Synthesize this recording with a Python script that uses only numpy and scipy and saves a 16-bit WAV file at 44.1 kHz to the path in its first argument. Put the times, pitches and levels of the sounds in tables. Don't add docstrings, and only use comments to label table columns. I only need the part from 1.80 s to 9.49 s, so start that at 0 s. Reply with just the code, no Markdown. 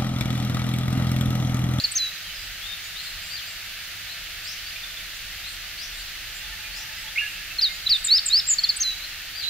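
import sys
import numpy as np
from scipy import signal
from scipy.fft import rfft, irfft, next_fast_len
from scipy.io import wavfile
from scipy.ndimage import uniform_filter1d

SR = 44100
rng = np.random.default_rng(int(sys.argv[2]) if len(sys.argv) > 2 else 0)


def wrap_up_sound(samples):
    columns = np.atleast_2d(samples).T
    tamed = np.clip(columns, -1, 1)
    steps = np.round(tamed * 32767).astype(np.int16)
    wavfile.write(sys.argv[1], SR, steps)


def voltage_ratio(decibels):
    exponent = np.asarray(decibels, float) / 20
    return 10 ** exponent


N = 339129
LEAD = SR // 4


def walk(rate, size):
    hold = int(SR / rate)
    steps = np.repeat(rng.standard_normal(size // hold + 1), hold)
    return uniform_filter1d(uniform_filter1d(steps, hold), hold)[:size]


def curve(table, hz):
    known_hz, value = np.array(table).T
    return np.interp(np.log(hz), np.log(known_hz), value)


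def add(track, note, unsteady_db=0.2, wobble=0, buzz=(), turn_s=.002):
    s, hz, db = np.transpose(note)
    i = np.arange(int(s[0] * SR), min(int(s[-1] * SR), N))
    t = i / SR
    pitch = uniform_filter1d(np.interp(t, s, hz), size=int(turn_s * SR), mode="nearest")
    pitch = pitch * (1 + wobble * walk(300, len(t)))
    for start, end, flutter_hz, swing_hz in buzz:
        buzzing = (t > start) & (t < end)
        pitch = pitch + swing_hz * np.sin(2 * np.pi * flutter_hz * (t - start)) * buzzing
    phase = 2 * np.pi * np.cumsum(pitch) / SR
    edge = np.clip(np.minimum(t - s[0], s[-1] - t) / 0.00054, 0, 1)
    level_db = np.interp(t, s, db) + unsteady_db * walk(235, len(t))
    track[i + LEAD] += np.sqrt(2) * voltage_ratio(level_db) * edge * np.sin(phase)


def chirps(rows, **how):
    track = np.zeros(N + LEAD)
    u = np.linspace(0, 1, num=9)
    swell_db = 5 * np.log10(np.sin(np.pi * u) + .08)
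    for start, length, first_hz, mid_hz, last_hz, db in rows:
        bend = np.polyfit([0, .5, 1], [first_hz, mid_hz, last_hz], deg=2)
        add(track, np.c_[start + length * u, np.polyval(bend, u), db + swell_db], **how)
    return track


def slides(rows):
    return [(s, n, first, first + .58 * (last - first), last, db) for s, n, first, last, db in rows]


# t/s from its start, f/Hz, level/dB
HOOK = [(0, 4317, -41), (.005, 4220, -21), (.013, 4300, -18.5), (.016, 3885, -25), (.019, 3596, -43)]
SCOOP = [(0, 3682, -39), (.003, 3861, -29), (.012, 4060, -17), (.016, 4050, -20), (.019, 3580, -22),
         (.023, 3121, -44)]
SLIDE = [(0, 3150, -32), (.002, 3900, -19.5), (.0045, 5200, -26), (.006, 5560, -23), (.009, 4880, -21),
         (.021, 4720, -15.5), (.042, 3960, -16), (.05, 3750, -21), (.076, 3590, -26)]
SPLIT_LOW = [(0, 8200, -47), (.003, 8200, -35), (.008, 7700, -22), (.014, 7230, -22), (.018, 7100, -36)]
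SPLIT_HIGH = [(.001, 9480, -46), (.008, 8670, -26), (.015, 7960, -29), (.021, 8200, -33), (.033, 7150, -19),
              (.035, 7020, -22), (.037, 7150, -35)]
CLIMB = [(0, 3650, -40), (.008, 3690, -25), (.024, 3880, -23), (.041, 4310, -13), (.067, 4700, -16),
         (.094, 5250, -18.5), (.103, 5330, -19), (.107, 3800, -21), (.11, 3440, -26)]
SETTLE = [(0, 3520, -27), (.004, 3480, -40)]
REBOUND = [(0, 3426, -28), (.002, 3695, -28), (.006, 4600, -16), (.01, 4880, -25)]
WAVE = [(0, 7050, -38), (.01, 7450, -27), (.022, 7570, -22), (.031, 7820, -19), (.041, 6780, -16.5),
        (.05, 7000, -17), (.063, 7520, -22), (.073, 6700, -17), (.081, 6680, -36)]
CHIP = [(0, 5450, -37), (.002, 4850, -20), (.005, 4640, -15.5), (.014, 4200, -16), (.018, 3950, -27)]
FIRST_CHIP = [(0, 5400, -40), (.002, 4680, -20), (.004, 4480, -17.5), (.012, 4260, -18.5),
              (.015, 4400, -28)]
VEE_LOW = [(0, 8850, -45), (.006, 8100, -33), (.0105, 7550, -28), (.014, 8000, -33), (.017, 8700, -32),
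           (.021, 9200, -45)]
VEE_HIGH = [(.003, 9760, -42), (.007, 9340, -36), (.011, 9020, -31), (.014, 9280, -35), (.02, 10150, -54)]
DROP = [(0, 5150, -43), (.004, 5950, -31), (.008, 6230, -23), (.021, 6400, -18), (.029, 6130, -22),
        (.037, 4330, -26), (.042, 4080, -29)]
DRAWL = [(.042, 4080, -29), (.062, 4065, -22.5), (.098, 3950, -26.5), (.127, 3910, -30), (.137, 3900, -35),
         (.149, 3870, -37)]
SYLLABLES = {"hook": [HOOK], "scoop": [SCOOP], "slide": [SLIDE], "split": [SPLIT_LOW, SPLIT_HIGH],
             "climb": [CLIMB], "rebound": [REBOUND], "settle": [SETTLE], "wave": [WAVE],
             "short chip": [FIRST_CHIP], "chip": [CHIP], "vee": [VEE_LOW, VEE_HIGH],
             "close": [DROP, DRAWL]}
# syllable, start t/s, stretch of its length, pitch shift f/Hz, level/dB
PHRASES = [("wave", -.187, 1, 0, 0), ("short chip", -.069, 1, 0, 0), ("chip", -.0152, 1, 0, 0),
           ("chip", .038, 1.0, 30, -1), ("vee", .111, 1.02, -20, -1), ("close", .149, .99, -5, 0.1),
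           ("hook", 5.783, 1, 0, 0), ("slide", 5.811, .99, 60, -1), ("scoop", 6.059, 1, 0, 0),
           ("slide", 6.091, 1.04, -50, .6), ("split", 6.24, 1.0, 10, 0.1), ("climb", 6.277, 1.0, 0, .6),
           ("rebound", 6.387, 1, 0, 0), ("split", 6.455, 1.0, -10, 0.1), ("climb", 6.496, .99, 10, -.6),
           ("settle", 6.604, 1, 0, 0), ("wave", 6.665, 1, 0, 0), ("short chip", 6.783, 1, 0, 0),
           ("chip", 6.835, 1.0, -40, 0.1), ("chip", 6.889, 1.0, 40, 0.1), ("vee", 6.96, 1.0, 20, .6),
           ("close", 6.998, 1.0, 5, 0.1)]
SLOW_TURNS_S = {"wave": .007, "vee": .004}
# centre f/Hz, width f/Hz, level/dB
OVERTONE = (10800, 900, -30)


def bunting():
    track = np.zeros(N + LEAD)
    centre_hz, width_hz, overtone_db = OVERTONE
    for name, start, stretch, shift_hz, level_db in PHRASES:
        # from s, to s, rate Hz, swing Hz
        buzz = [(start + .0035, start + .029, 225, 170)] if name == "close" else []
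        for voice in SYLLABLES[name]:
            note = np.array(voice) * [stretch, 1, 1] + [start, shift_hz, level_db]
            add(track, note, unsteady_db=.4, buzz=buzz, turn_s=SLOW_TURNS_S.get(name, .002))
            s, hz, db = note.T
            off_resonance = (2 * hz - centre_hz) / width_hz
            add(track, np.c_[s, 2 * hz, db + overtone_db - 6 * off_resonance ** 2])
    return track


# start t/s, length t/s, first f/Hz, last f/Hz, level/dB
LEFT_BIRD = [(.815, 0.055, 3180, 3720, -40.5), (.865, 0.085, 3680, 3630, -42),
             (1.152, 0.06, 3450, 4400, -40), (1.2, .03, 4330, 4350, -41.5), (1.25, 0.045, 4350, 4130, -42),
             (1.24, .04, 3450, 3900, -47), (2.262, .072, 3280, 4450, -43), (2.842, .055, 4250, 4900, -42),
             (3.635, .06, 3500, 4520, -41), (4.168, 0.06, 3550, 4800, -45), (6.815, 0.077, 3100, 3720, -40),
             (7.205, 0.053, 3800, 4340, -38.5)]
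# t/s from its start, length t/s, first, middle, last f/Hz, level/dB
RISE = [
    (0, .068, 4260, 4830, 5330, -.4),
    (.055, .05, 5180, 5550, 5880, -6.5),
    (.034, 0.046, 5250, 5780, 6250, -4.5),
    (.083, .028, 6230, 6000, 4900, -7.5),
]
# start t/s, level/dB
RISES = [
    (2.635, -39),
    (3.975, -40.5),
    (4.925, -41.5),
]
ARCH = [
    (0, .085, 4250, 4770, 4150, 0.1),
    (.066, .042, 4520, 3850, 2750, -1),
]
# start t/s, level/dB
ARCHES = [
    (1.495, -39),
    (7.538, -37.5),
]


def left_bird():
    calls = [np.array(part) + [start, 0, 0, 0, 0, db]
             for parts, times in ((RISE, RISES), (ARCH, ARCHES))
             for start, db in times
             for part in parts]
    return chirps(slides(LEFT_BIRD) + calls, unsteady_db=1.9, wobble=0.006)


# start t/s, length t/s, first f/Hz, last f/Hz, level/dB
RIGHT_BIRD = [(.445, 0.081, 3200, 3010, -43.5), (.545, 0.1, 5040, 4810, -46), (.56, .13, 7740, 7690, -56),
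              (1.225, 0.065, 4750, 4830, -49), (5.13, 0.089, 4960, 4930, -50.5),
              (5.27, 0.035, 3140, 3650, -42), (1.045, .025, 4450, 4450, -49), (1.4, .07, 4780, 4850, -50),
              (1.655, .04, 4850, 4850, -47), (4.13, .03, 3520, 3560, -45), (4.585, .04, 2780, 2800, -44),
              (4.625, .045, 3380, 3600, -46), (4.72, .03, 1820, 1780, -43), (4.83, .05, 2450, 2400, -44),
              (5.175, .035, 1980, 2050, -43), (5.69, .04, 2620, 2660, -43), (5.885, .04, 2100, 2140, -40)]
# t/s, f/Hz, level/dB
CHATTER = [(2.778, 3000, -43), (2.873, 3720, -44), (2.903, 2900, -42), (2.955, 3550, -42),
           (2.955, 2460, -38), (3.033, 3570, -36), (3.1, 3500, -44), (3.168, 3520, -38), (3.2, 2300, -43),
           (4.27, 4250, -46), (4.805, 2750, -44), (5.085, 1750, -43)]


def right_bird():
    tick_s, fall = .016, .025
    ticks = [(s, tick_s, hz * (1 + fall), hz, hz * (1 - fall), db) for s, hz, db in CHATTER]
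    return chirps(slides(RIGHT_BIRD) + ticks, unsteady_db=2.5, wobble=0.0092)


# start t/s, length t/s, mean fundamental f/Hz, level/dB, tilt/dB a multiple
FINCH = [(.84, .045, 1025, -62, -9), (1.03, 0.064, 985, -55.5, -3), (1.215, .1, 1060, -56, -2),
         (1.42, .12, 1068, -56.5, -4), (1.665, 0.079, 1069, -58.5, -7), (2.02, 0.044, 1030, -58, -2),
         (2.635, .065, 1067, -57.5, -6), (3.34, .045, 998, -56, -1), (3.67, .09, 1050, -55, 0),
         (4.127, .1, 1036, -55, -1.5), (4.538, 0.066, 1042, -54.5, -5.5), (4.953, .06, 1010, -54, -5),
         (5.17, .085, 1110, -60, -4), (5.43, 0.14, 1050, -59, -2), (5.918, 0.066, 1010, -56, -5),
         (6.127, .09, 1098, -56, -3), (7.617, .06, 1005, -59, -6)]
FINCH_ORDERS = (7, 8, 9)


def finch():
    rows = []
    for s, n, hz, db, tilt_db in FINCH:
        half_rise_hz = 420 * n / 2
        for k in FINCH_ORDERS:
            level_db = db + tilt_db * (k - 8) - 4 * (k % 2 == 0)
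            rows.append((s, n, k * (hz - half_rise_hz), k * hz, k * (hz + half_rise_hz), level_db))
    return chirps(rows, unsteady_db=1.0, wobble=0.0094)


# start t/s, length t/s, f/Hz, level/dB
LOW_WHISTLE = [
    (4.47, .06, 855, -64),
    (4.62, 0.13, 862, -58),
    (4.78, .125, 860, -59),
    (4.95, .095, 863, -56.5),
    (5.08, .095, 880, -57),
    (5.23, .07, 874, -56),
]
# t/s, f/Hz, level/dB
WARBLER = [
    [(5.352, 3406, -49), (5.359, 2300, -34), (5.363, 2100, -27), (5.373, 2170, -31), (5.377, 2280, -22),
     (5.386, 2720, -18), (5.392, 2810, -23), (5.403, 2830, -30), (5.44, 2780, -34)],
    [(5.414, 1690, -42), (5.417, 1705, -31), (5.436, 1692, -27.5), (5.45, 1695, -33), (5.468, 1685, -34),
     (5.476, 1670, -50)],
]


def warbler():
    turn_up_hz = 30
    pieces = [(s, n, hz, hz, hz + turn_up_hz, db) for s, n, hz, db in LOW_WHISTLE]
    track = chirps(pieces, unsteady_db=.8)
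    for note in WARBLER:
        add(track, note)
    return track


# t/s, f/Hz, level/dB
BURR = [
    (7.629, 3950, -39),
    (7.637, 4020, -31),
    (7.662, 3900, -32),
    (7.675, 3980, -29),
    (7.7, 4080, -29.5),
]


def burr():
    throb_hz, depth, swing_hz = 180, .45, 280
    track = np.zeros(N + LEAD)
    swell = (BURR[0][0], BURR[2][0], throb_hz, swing_hz)
    add(track, BURR, unsteady_db=0.0, wobble=.01, buzz=[swell])
    return track * (1 + depth * np.sin(2 * np.pi * throb_hz * np.arange(N + LEAD) / SR))


SEATS = {"bunting": (-11.5, 9, .1, .5), "left": (.5, 8, .11, -3), "right": (-3, 8, .09, 0),
         "finch": (-5, 8, .09, 0), "warbler": (-4, 9, .25, -10), "burr": (-6, 10, .09, 0)}
# delay t/s, left level/dB, right level/dB
ECHOES = [
    (.005, -21, -15),
    (.0105, -19, -23),
]
PAN_DB = {"bunting": [(3950, -1.6), (4500, 0), (6300, .8), (7300, .4)], "left": [(4000, 4.5)],
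          "right": [(4000, -5)], "finch": [(8000, -8)], "warbler": [(1700, -3.5), (2100, -1), (2600, -2.2)],
          "burr": [(4000, -8)]}
LEAD_RAD = {"bunting": [(3900, .25), (4500, .33), (6300, .35), (7300, .08)], "warbler": [(1700, 0),
            (2600, -.32)], "burr": [(4000, -2.4)]}


def place(track, seat):
    wet_db, near_db, near_t60_s, side_db = SEATS[seat]
    t = np.arange(SR) / SR
    far_t60_s, leaf_hz, leaf_t60_s = 1.25, 6500, 2.2
    decay = voltage_ratio(-60 * t / far_t60_s) + voltage_ratio(near_db - 60 * t / near_t60_s)
    paths = rng.standard_normal((2, SR)) * decay * np.clip(t / 0.003, 0, 1)
    dull = signal.sosfilt(signal.butter(2, leaf_hz, fs=SR, output="sos"), paths)
    paths = dull + (paths - dull) * voltage_ratio(-60 * t / leaf_t60_s)
    ahead, sides = paths
    paths = ahead + voltage_ratio(side_db) * sides * np.array([[1], [-1]])
    paths *= voltage_ratio(wet_db) / np.sqrt(np.sum(paths ** 2, axis=1, keepdims=True))
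    paths[:, 0] = 1
    for delay_s, left_db, right_db in ECHOES:
        paths[:, int(delay_s * SR)] += voltage_ratio(np.array([left_db, right_db]))
    heard = signal.fftconvolve(track[None], paths, axes=1)[:, LEAD:LEAD + N]
    size = next_fast_len(N)
    hz = np.arange(1, size // 2 + 2) * SR / size
    lead_rad = curve(LEAD_RAD.get(seat, [(1, 0)]), hz)
    left = voltage_ratio(curve(PAN_DB[seat], hz) / 2) * np.exp(.5j * lead_rad)
    return irfft(rfft(heard, size) * [left, 1 / left], size)[:, :N]


# f/Hz, side minus mid level/dB
WIDTH = [(60, -21), (110, -14.5), (200, -5.5), (380, -2.5), (700, -5), (1290, -7.5), (2380, -9),
         (4400, 0.5), (8120, 2.5), (15000, -2)]
# f/Hz, left minus right level/dB
LEAN = [(60, 0.0), (110, -1), (200, 0.5), (380, -1.5), (700, -3), (1290, -2.5), (2380, -1.5), (4400, -1.0),
        (8120, 0), (15000, 0.0)]


def floor(shape, level_db, swell_db, rate):
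    hz = np.maximum(np.arange(N // 2 + 1) * SR / N, 1)
    mid, side = rfft(rng.standard_normal((2, N))) * voltage_ratio(curve(shape, hz))
    side = side * voltage_ratio(curve(WIDTH, hz))
    ears = np.array([mid + side, mid - side])
    lean = voltage_ratio(curve(LEAN, hz) / 2)
    noise = irfft(ears * [lean, 1 / lean], N)
    return noise * voltage_ratio(level_db + swell_db * walk(rate, N)) / np.std(noise.mean(axis=0))


# f/Hz, level/dB
RUMBLE = [(11, -38), (18, -5.5), (38, 3), (50, -2.5), (70, -9.5), (97, -5), (124, -15.5), (174, -12),
          (256, -29), (298, -17.5), (335, -21.5), (469, -25.5), (646, -18), (904, -20), (1000, -27.5),
          (1300, -41), (2200, -120)]
# t/s, level/dB of the lowest rumble
GUSTS = [
    (0.0, -53),
    (0.43, -55),
    (0.45, -49),
    (1.3, -57),
    (1.37, -47),
    (1.52, -54),
    (4.84, -50),
    (7.17, -52),
    (7.69, -54),
]


def wind():
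    rumble = floor(RUMBLE, -49, swell_db=-0.2, rate=1.56)
    deep = signal.sosfiltfilt(signal.butter(2, 110, fs=SR, output="sos"), rumble)
    gust_db = np.interp(np.arange(N) / SR, *np.transpose(GUSTS))
    return rumble + deep * (voltage_ratio(gust_db - gust_db.mean()) - 1)


# f/Hz, level/dB
STREAM = [(590, -86), (1000, -21.5), (1240, -9), (1740, -1.8), (2390, -2.2), (2680, 0), (3190, -3),
          (4550, -5.5), (5280, -10.5), (7030, -14.5), (7620, -19), (10000, -19), (13500, -15),
          (15500, -16.5)]


def stream():
    return floor(STREAM, -37, swell_db=.15, rate=3)


def whine():
    hz, level_db = 14686, -75
    return np.sqrt(2) * voltage_ratio(level_db) * np.sin(2 * np.pi * hz * np.arange(N) / SR)


def scene():
    birds = {"bunting": bunting(), "left": left_bird(), "right": right_bird(),
             "finch": finch(), "warbler": warbler(), "burr": burr()}
    background = wind() + stream() + whine()
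    return sum(place(track, seat) for seat, track in birds.items()) + background


def top_cut(x):
    return signal.sosfilt(signal.butter(12, 15670, fs=SR, output="sos"), x)


def record(dry):
    low_pass = signal.ellip(8, .1, 60, 15600, fs=SR, output="sos")
    mix = signal.sosfiltfilt(low_pass, dry)
    return top_cut(mix)


dry = scene()
out = record(dry)
wrap_up_sound(out)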